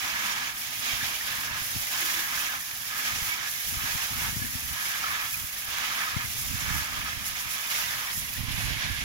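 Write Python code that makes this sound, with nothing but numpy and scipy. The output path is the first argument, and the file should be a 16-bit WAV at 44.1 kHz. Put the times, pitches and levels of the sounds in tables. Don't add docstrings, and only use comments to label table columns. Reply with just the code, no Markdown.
import sys
import numpy as np
from scipy import signal
from scipy.fft import rfft, irfft, next_fast_len
from scipy.io import wavfile

SR = 44100
rng = np.random.default_rng(int(sys.argv[2]) if len(sys.argv) > 2 else 0)


def digitize_waveform(pressure):
    field = np.atleast_2d(pressure).T
    bounded = np.clip(field, -1, 1)
    quanta = np.round(bounded * 32767).astype(np.int16)
    wavfile.write(sys.argv[1], SR, quanta)


N = 398663

# t/s, drumming/dB, splatter/dB, mist/dB
FREE_JET = [(0, -40.5, -35.5, -39.5), (.28, -39.5, -35, -45), (.53, -43, -38.5, -44),
            (1.05, -43, -34, -37.5), (1.4, -44, -38.5, -39), (2.1, -41.5, -33.5, -38),
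            (2.6, -43.5, -39.5, -46), (3.2, -44, -37, -42.5), (3.9, -43, -36.5, -38),
            (4.59, -44.5, -38.5, -38.5), (5.17, -41.5, -39, -39.5), (5.6, -43, -35.5, -44),
            (6.0, -43, -38, -40.5), (6.75, -40.5, -38.5, -40), (6.95, -45, -38, -44),
            (7.78, -42, -37, -41.5), (8.5, -42.5, -35.5, -44.5), (9.04, -49.5, -37, -42)]
# t in/s, t out/s, time to clear/s, drumming lost/dB,
# splatter lost/dB, mist gained/dB, lull in the mist just before/dB
FILLET_RINSES = [(0.516, 0.817, .02, 6.5, 2.5, 1, -1), (1.134, 1.232, 0.049, 5.5, -0.5, 0, 0),
                 (1.613, 1.92, 0.034, 7.5, 1.5, 1.5, 8), (2.58, 2.9, 0.022, 8.5, 2, 3.5, -2),
                 (3.477, 3.744, 0.11, 9, 2.5, 3, 8), (4.31, 4.725, 0.1, 7.5, 2, 1, -2),
                 (5.28, 5.672, 0.12, 9.5, 5.5, 3.5, 0.5), (6.247, 6.58, 0.19, 11, 0.5, 3.5, 4),
                 (7.11, 7.624, 0.48, 4.5, 1.5, 1.5, -4), (8.127, 8.476, 0.28, 9.5, 3.5, 3.5, -1)]
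# t/s, length/s, drumming gained/dB, splatter gained/dB
JET_SURGES = [(.05, 0.044, 1.5, 0), (.27, .04, 1, 0.5), (0.863, 0.058, 0.5, 1.5), (1.113, 0.036, 2.5, 3),
              (1.31, 0.13, 1, 3.5), (1.54, .06, 3, -2), (2.127, .06, -1.5, 0), (2.33, 0.046, 1.5, -1),
              (2.423, 0.071, 1.5, 2), (3.064, .14, 1.5, 3.5), (3.41, 0.083, 1.5, -1.5),
              (3.863, .05, 2, 0.5), (4.03, .05, -1, 2.5), (4.252, 0.07, 5.5, 1.5), (4.87, 0.11, -0.5, 4.5),
              (5.06, 0.065, 1, 3.5), (5.136, 0.074, 2.5, 2.5), (5.834, .08, 4.5, 2), (5.906, .04, 5, 2),
              (6.004, 0.082, 5.5, 1), (6.68, 0.053, 0.5, 2.5), (7.77, .1, 2, 5.5), (8.045, .06, 1, -3),
              (8.832, 0.074, 3, 3)]
# t/s, length/s, level/dB
MIST_SPITS = [(.27, .08, -38.5), (.6, 0.06, -38), (0.782, 0.068, -38.5), (2.403, .07, -38),
              (2.99, .06, -41), (3.273, .08, -37.5), (3.503, 0.045, -37.5), (4.87, .07, -39),
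              (5.346, 0.087, -38.5), (5.61, .06, -39), (6.408, .05, -37), (6.768, .07, -36.5),
              (7.274, 0.055, -33.5), (7.412, .04, -36.5), (7.53, 0.051, -33.5), (7.754, 0.09, -41),
              (8.166, 0.073, -34.5), (8.62, 0.13, -39)]
# t/s, table's boom/dB, water's hollow ring/dB, steel wall/dB, slap on the top/dB
SURFACES_HIT = [(0, 2, -1, -1.5, 1.5), (1.0, 3, -1.5, 1, -0.5), (2.2, 1, 0.5, 1, -0.5), (3.0, 1.5, 3, 3, 1),
                (4.2, -0.5, -2, 1, 0), (5.1, -3.5, 3, 2, 1.5), (6.0, 0.5, 2, 1, 0.5), (6.8, 2, 3, 0.5, 1),
                (7.9, -4.5, -1, 0, -1.5), (8.4, -6, -7, -5.5, -1.5), (9.04, -17, -9, 6.5, 4)]
# t/s, splatter side/dB, splatter treble/dB, mist side/dB, mist treble/dB
SPRAY_AIM = [(0, 1, 1, 5.5, -3), (1.08, 0, -2, 4.5, -2.5), (1.62, 4, 0, 0, -0.5), (2.2, 1.5, 2, 1.5, 1.5),
             (3.0, 3.5, 3, -1, 1), (3.55, 0, 1, 2, 0.5), (4.8, 2, 0.5, 3, -3), (5.55, 1.5, -2, 2, -1),
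             (6.45, 1.5, 0, 3, -3), (6.75, 1.5, 4.5, 4, -2.5), (7.02, 1.5, -3.5, 3.5, -4),
             (7.56, 0, 0, 2.5, -1.5), (7.83, 2, 0, -3, 3), (8.12, 5.5, -2, -2, -1),
             (8.45, 1.5, -9, -0.5, 1), (9.04, 1, -7, -0.5, 0)]
# f/Hz, width/Hz, level/dB
TABLE_RINGS = [(840, 126, -2.5), (988, 137, 1), (1503, 137, -3), (1890, 140, -1.5)]
TABLE_BOOM = [(232.4, 34, -2), (386, 105, -19), (727, 110, -10.5)]
# f/Hz, level/dB
THUD_TONE = [(150, -18), (450, -44), (700, -22), (1100, -3), (2000, -11), (3200, -3), (6000, -17),
             (12000, -49)]
SPLATTER_TONE = [(150, -17.5), (450, -13), (700, -4), (1200, -13), (1700, -9), (2300, 0), (3200, 1.5),
                 (5000, 0.5), (7000, -3.5), (10000, -10.5), (16000, -10)]
MIST_TONE = [(500, -50), (2000, -16), (5000, 0.5), (9000, 1.5), (12000, 3.5), (16000, 2)]
# delay/s, level/dB
NEAR_ECHOES = [(.0023, -18.5), (.0064, -13), (0.0118, -13.5), (0.0185, -17.5)]
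# middle t/s, length/s, level/dB
HAND_DIPS = [(0.329, 0.2, -47), (1.286, 0.22, -53), (2.452, 0.21, -44.5), (3.3, 0.12, -57),
             (4.263, 0.18, -59), (5.103, 0.13, -45), (5.385, 0.17, -58), (6.209, 0.16, -53),
             (7.027, 0.21, -43), (8.001, .2, -54)]
# middle t/s, length/s, f/Hz, level/dB
WATER_GULPS = [(0.94, 0.15, 2310, -46), (2.044, 0.085, 330, -53), (2.186, 0.074, 338, -55.5),
               (3.326, 0.041, 2260, -39), (4.033, .03, 1580, -44), (4.429, 0.021, 1695, -41),
               (5.043, 0.013, 1286, -35.5), (5.065, 0.015, 1356, -40), (5.341, 0.024, 2460, -38),
               (5.918, 0.022, 1320, -41), (6.079, 0.025, 1274, -41), (6.147, .025, 1265, -48),
               (6.22, 0.034, 1220, -51)]
# start t/s, length/s, level/dB, side/dB
WIND_GUSTS = [(.88, 0.23, -53, -6), (1.33, 0.35, -52, -3), (1.733, 0.093, -46.5, 4),
              (3.056, 0.25, -51.5, 9), (3.685, 0.1, -43, 13), (3.818, 0.037, -41.5, 20),
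              (3.908, 0.062, -45, 17), (4.104, 0.22, -43.5, -4), (4.327, 0.16, -40.5, 11),
              (4.527, 0.081, -47, 11), (4.63, 0.14, -50.5, -4), (4.966, 0.37, -58, 8),
              (5.32, 0.14, -47.5, -9), (5.65, 0.19, -59, -8), (6.14, 0.23, -53, 15),
              (6.39, 0.427, -41, -12.5), (6.864, 0.5, -48.5, -3), (7.384, 0.15, -54, 11),
              (7.767, 0.26, -57, 14), (8.16, 0.28, -49.5, 1), (8.38, .7, -39.5, -15)]
# f/Hz, left level/dB, right level/dB
WIND_TONE = [(15, -19, -15), (30, -10, -7), (58, 0.5, 2.5), (80, -0.5, -0.5), (118, 1, -1), (186, -8, -12),
             (257, -7, -12.5), (325, -21.5, -23.5), (450, -22.5, -31.5), (900, -63, -63)]
# t/s, level/dB, side/dB
AIR_PUFFS = [(1.027, -30, -10.0), (1.531, -33.5, 2), (1.76, -24, 17), (3.22, -29, 15), (3.689, -36, 13.5),
             (3.768, -25, 14), (3.949, -28, 27), (4.176, -30, 14.5), (4.364, -21.5, 12.5), (4.438, -35, 17),
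             (4.551, -26.5, 22), (5.439, -38, -22), (6.163, -18, 16), (6.54, -26, -20), (6.71, -20, -25),
             (6.78, -40, -3), (8.174, -30.5, 23), (8.404, -21.5, -19), (8.581, -32, -22.0),
             (8.699, -30, -13)]
# f/Hz, level/dB
YARD_TONE = [(20, -21), (60, -20), (120, 16), (180, -7), (250, 7.5), (350, -4), (1000, -15), (8000, -30)]
# f/Hz, level/dB
LEFT_PORT_TONE = [(200, -0.5), (600, -1.5), (1270, 2.5), (2000, 4), (2400, -4.5), (3400, -6.5),
                  (5100, -3.5), (6000, -3.5), (6400, -5), (7600, -9.5), (9500, -4.5), (12000, -3.5),
                  (14700, 3), (17000, 2)]
RIGHT_PORT_TONE = [(200, -1), (800, -3), (1270, 3.5), (2200, 6), (2800, 3), (3450, 3), (4350, -2),
                   (5700, 3.5), (7000, 4), (8700, -6), (10600, 7), (12800, 2), (14000, 2.5), (17000, -12)]

LAG_S, LAG_SPREAD_S = 0.00022, .00008
ENTER_S = 0.051
LULL_LEAD_S, LULL_S = 0.088, 0.056
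RING_DB, RING_FOLLOWS = -47.5, 0.85
GUST_EDGE_S, BREEZE_DB = 0.059, -59.5
TILT_S, TILT_TAKES_S, TILT_HZ, TILT_DB = 8.41, .1, 12000, -5.5
CUTOFF_HZ = 15770


def jet_levels(waver_db):
    drum_db, splatter_db, mist_db = in_time(FREE_JET)
    for enters, leaves, clear_s, drum_loss_db, splatter_loss_db, mist_gain_db, lull_db in FILLET_RINSES:
        blocked = plateau(enters, leaves, ENTER_S, clear_s)
        drum_db -= drum_loss_db * blocked
        splatter_db -= splatter_loss_db * blocked
        mist_db += mist_gain_db * blocked
        mist_db -= lull_db * bump(enters - LULL_LEAD_S, LULL_S)
    for s, length, drum_gain_db, splatter_gain_db in JET_SURGES:
        surge = bump(s, length / 2)
        drum_db += drum_gain_db * surge
        splatter_db += splatter_gain_db * surge
    spit_power = sum(from_db(db) ** 2 * bump(s, length / 2) for s, length, db in MIST_SPITS)
    mist_db = 10 * np.log10(from_db(mist_db) ** 2 + spit_power)
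    return drum_db + waver_db * drift(15), splatter_db, mist_db


def drumming(level_db, boom_db, hollow_db, slap_db, gain_db):
    hits = drops(per_s=5000, size_db=2.5, wash_db=-5.5)
    hollow = from_db(hollow_db + 1.0) * resonance(hits, hz=1280, width_hz=104)
    slap = from_db(slap_db) * resonance(hits, hz=2255, width_hz=400)
    boom = from_db(boom_db) * ringing_notes(hits, TABLE_BOOM)
    rings = ringing_notes(hits, TABLE_RINGS) + hollow + slap + boom
    thud = colour(drops(per_s=4500, size_db=3.0, wash_db=-17), THUD_TONE)
    return rms_one(rings + thud) * from_db(level_db + gain_db)


def splatter(level_db, side_db, treble_db, gain_db, flutter_db):
    bursts = colour(drops(per_s=9000, size_db=2.5, wash_db=5.0), SPLATTER_TONE)
    bursts = treble(rms_one(bursts), hz=5200, db=treble_db)
    return bursts * from_db(level_db + gain_db + flutter_db * drift(17.4)) * pan(side_db)


def mist(level_db, side_db, treble_db, gain_db, flutter_db):
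    fizz = colour(drops(per_s=14000, size_db=2.0, wash_db=-7.0), MIST_TONE)
    fizz = treble(rms_one(fizz), hz=11600, db=treble_db)
    return fizz * from_db(level_db + gain_db + flutter_db * drift(36)) * pan(side_db)


def drops(per_s, size_db, wash_db):
    sizes = from_db(size_db * np.minimum(rng.exponential(1, N), 6))
    signs = rng.choice([-1, 1], N)
    right = sizes * signs * (rng.random(N) < per_s / SR)
    lags = np.round(SR * (LAG_S + LAG_SPREAD_S * rng.standard_normal(N))).astype(int)
    left = np.bincount((np.arange(N) + lags) % N, right, N)
    wash = from_db(wash_db) * rng.standard_normal((2, N))
    return rms_one(rms_one(np.array([left, right])) + wash)


def froth(level_db, gain_db, low_hz, high_hz, cycles, size_db, count=2500):
    when, pitch, size = rng.random((count, 3)).T
    hz = low_hz * (high_hz / low_hz) ** pitch
    foam = bubbles(when * N / SR, hz, from_db(size_db * size), cycles)
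    return rms_one(foam) * from_db(level_db + gain_db)


def bubbles(when, hz, gain, cycles, rise=0.017):
    t = np.arange(SR // 60) / SR
    age = t * hz[:, None] / cycles
    fade = np.exp(-age) * (1 - t / t[-1])
    rings = gain[:, None] * fade * np.sin(2 * np.pi * hz[:, None] * t * (1 + rise * age))
    lags = LAG_S + LAG_SPREAD_S * rng.standard_normal(len(when))
    ports = []
    for arrival_s in (when + lags, when):
        starts = np.maximum(arrival_s * SR, 0).astype(int)
        samples = starts[:, None] + np.arange(len(t))
        ports.append(np.bincount(samples.ravel(), rings.ravel(), N)[:N])
    return np.array(ports)


def with_echoes(x, wander_s):
    n, out = np.arange(N), x.copy()
    for delay_s, db in NEAR_ECHOES:
        for side, port in enumerate(x):
            delay = SR * (delay_s + wander_s * drift(1))
            out[side] += from_db(db) * np.interp(n - delay, n, port, left=0)
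    return out


def steel_ring(drum_db, wall_db, hz, width_hz, flare_db):
    ring = resonance(drops(per_s=3000, size_db=3.0, wash_db=1.0), hz, width_hz)
    ring *= from_db(flare_db * drift(5.9))
    swing_db = RING_FOLLOWS * (drum_db - drum_db.mean())
    return rms_one(ring) * from_db(RING_DB + wall_db + swing_db)


def sloshing(low_hz, high_hz, cycles, size_db, count=70):
    out = np.zeros((2, N))
    for s, length, db in HAND_DIPS:
        when, pitch, size = rng.random((count, 3)).T
        hz = low_hz * (high_hz / low_hz) ** pitch
        cloud = bubbles(s + length * (when - .5), hz, from_db(size_db * size), cycles)
        strength = np.sqrt(np.sum(cloud ** 2) / (2 * length * SR))
        out += from_db(db) * cloud / strength
    return out


def gulps(width_hz, gain_db):
    out = np.zeros((2, N))
    for s, length, hz, db in WATER_GULPS:
        stir = rng.standard_normal(SR // 4)
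        t = (np.arange(len(stir)) - len(stir) // 2) / SR
        swell = resonance(stir, hz, width_hz) * np.exp(-(2 * t / length) ** 2)
        strength = np.sqrt(np.sum(swell ** 2) / (length * SR))
        for side, lag in enumerate([LAG_S, 0]):
            at = int((s + t[0] + lag) * SR)
            out[side, at:at + len(t)] += from_db(db + gain_db) * swell / strength
    return out


def wind(gain_db, lump_db):
    power = from_db(BREEZE_DB) ** 2
    for s, length, db, side_db in WIND_GUSTS:
        gust = from_db(db) * plateau(s, s + length, GUST_EDGE_S, GUST_EDGE_S)
        power = power + (gust * pan(side_db)) ** 2
    air = rng.standard_normal((2, N)) + 0.41 * rng.standard_normal(N)
    hz, *port_db = np.transpose(WIND_TONE)
    swirls = np.array([colour(flow, np.column_stack([hz, db])) for flow, db in zip(air, port_db)])
    lumps = from_db(lump_db * np.array([drift(33), drift(21)]))
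    return rms_one(swirls * lumps) * from_db(gain_db) * np.sqrt(power)


def puffs(typical_hz, swell_s, dull_hz, gain_db):
    out, t = np.zeros((2, N)), np.arange(SR // 10) / SR
    for s, db, side_db in AIR_PUFFS:
        start_hz = typical_hz * (1 + rng.normal(0, 0.32, (2, 1)))
        cycles = start_hz * t / np.sqrt(1 + t / swell_s)
        thump = t / swell_s * np.exp(1 - t / swell_s) * np.sin(2 * np.pi * cycles)
        at = int(s * SR)
        out[:, at:at + len(t)] += from_db(db + gain_db) * thump * pan(side_db)
    return signal.sosfilt(signal.butter(4, dull_hz, fs=SR, output="sos"), out)


def yard(level_db):
    noise = rng.standard_normal((2, N)) + rng.standard_normal(N)
    return from_db(level_db) * rms_one(colour(noise, YARD_TONE))


def from_db(db):
    return 10 ** (np.asarray(db) / 20)


def rms_one(x):
    return x / np.sqrt(np.mean(x ** 2) + 1e-20)


def pan(left_db):
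    gains = from_db(np.array([[.5], [-.5]]) * left_db)
    return gains / np.sqrt(np.mean(gains ** 2, axis=0))


def in_time(rows):
    s, *columns = np.transpose(rows)
    return [np.interp(np.arange(N) / SR, s, column) for column in columns]


def plateau(start, end, rise_s, fall_s):
    corners = np.sort([start - rise_s / 2, start + rise_s / 2, end - fall_s / 2, end + fall_s / 2])
    return np.interp(np.arange(N), corners * SR, [0, 1, 1, 0])


def bump(s, half_s):
    out = np.zeros(N)
    near = np.arange(max(int((s - 3 * half_s) * SR), 0), min(int((s + 3 * half_s) * SR), N))
    out[near] = np.exp(-((near / SR - s) / half_s) ** 2)
    return out


def drift(rate_hz):
    step, warm_up = 40, 2000
    r = np.exp(-2 * np.pi * rate_hz * step / SR)
    noise = rng.standard_normal(N // step + warm_up + 2)
    slow = signal.lfilter([1], [1, -2 * r, r * r], noise)[warm_up:]
    return np.interp(np.arange(N) / step, np.arange(len(slow)), rms_one(slow))


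def colour(x, tone):
    size = next_fast_len(N + SR // 10)
    hz, db = np.transpose(tone)
    all_hz = np.maximum(np.arange(size // 2 + 1) * SR / size, 1)
    gains = from_db(np.interp(np.log(all_hz), np.log(hz), db))
    return irfft(rfft(x, size) * gains, size)[..., :N]


def treble(x, hz, db):
    highs = signal.sosfiltfilt(signal.butter(4, hz, "high", fs=SR, output="sos"), x)
    return x + (from_db(db) - 1) * highs


def resonance(x, hz, width_hz):
    r = np.exp(-np.pi * width_hz / SR)
    feedback = [1, -2 * r * np.cos(2 * np.pi * hz / SR), r * r]
    return signal.lfilter(np.array([1, 0, -1]) * (1 - r * r) / 2, feedback, x)


def ringing_notes(hits, notes):
    return sum(from_db(db) * resonance(hits, hz, width_hz) * (-1) ** k
               for k, (hz, width_hz, db) in enumerate(notes))


def scene():
    drum_db, splatter_db, mist_db = jet_levels(waver_db=0.5)
    splatter_side, splatter_treble, mist_side, mist_treble = in_time(SPRAY_AIM)
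    boom_db, hollow_db, wall_db, slap_db = in_time(SURFACES_HIT)
    spray = drumming(drum_db, boom_db, hollow_db, slap_db, gain_db=4.0)
    spray += splatter(splatter_db, splatter_side, splatter_treble, gain_db=2.5, flutter_db=1.5)
    spray += mist(mist_db, mist_side, mist_treble, gain_db=4.0, flutter_db=1.3)
    spray += froth(splatter_db, gain_db=-8.0, low_hz=1598, high_hz=6044, cycles=33, size_db=27)
    bowl = steel_ring(drum_db, wall_db, hz=1690, width_hz=114, flare_db=1.8)
    bowl += sloshing(low_hz=1010, high_hz=3270, cycles=9.8, size_db=46)
    bowl += gulps(width_hz=20, gain_db=3)
    air = wind(gain_db=5.5, lump_db=4.0)
    air += puffs(typical_hz=209, swell_s=0.0036, dull_hz=352, gain_db=-2.0)
    background = yard(level_db=-62)
    return with_echoes(spray, wander_s=0.00034) + bowl + air + background


def record(dry):
    tilt = np.clip((np.arange(N) / SR - TILT_S) / TILT_TAKES_S + .5, 0, 1)
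    heard = dry + tilt * (treble(dry, TILT_HZ, TILT_DB) - dry)
    ports = np.array([colour(heard[0], LEFT_PORT_TONE), colour(heard[1], RIGHT_PORT_TONE)])
    return signal.sosfilt(signal.ellip(12, .1, 80, CUTOFF_HZ, fs=SR, output="sos"), ports)


dry = scene()
out = record(dry)
digitize_waveform(out)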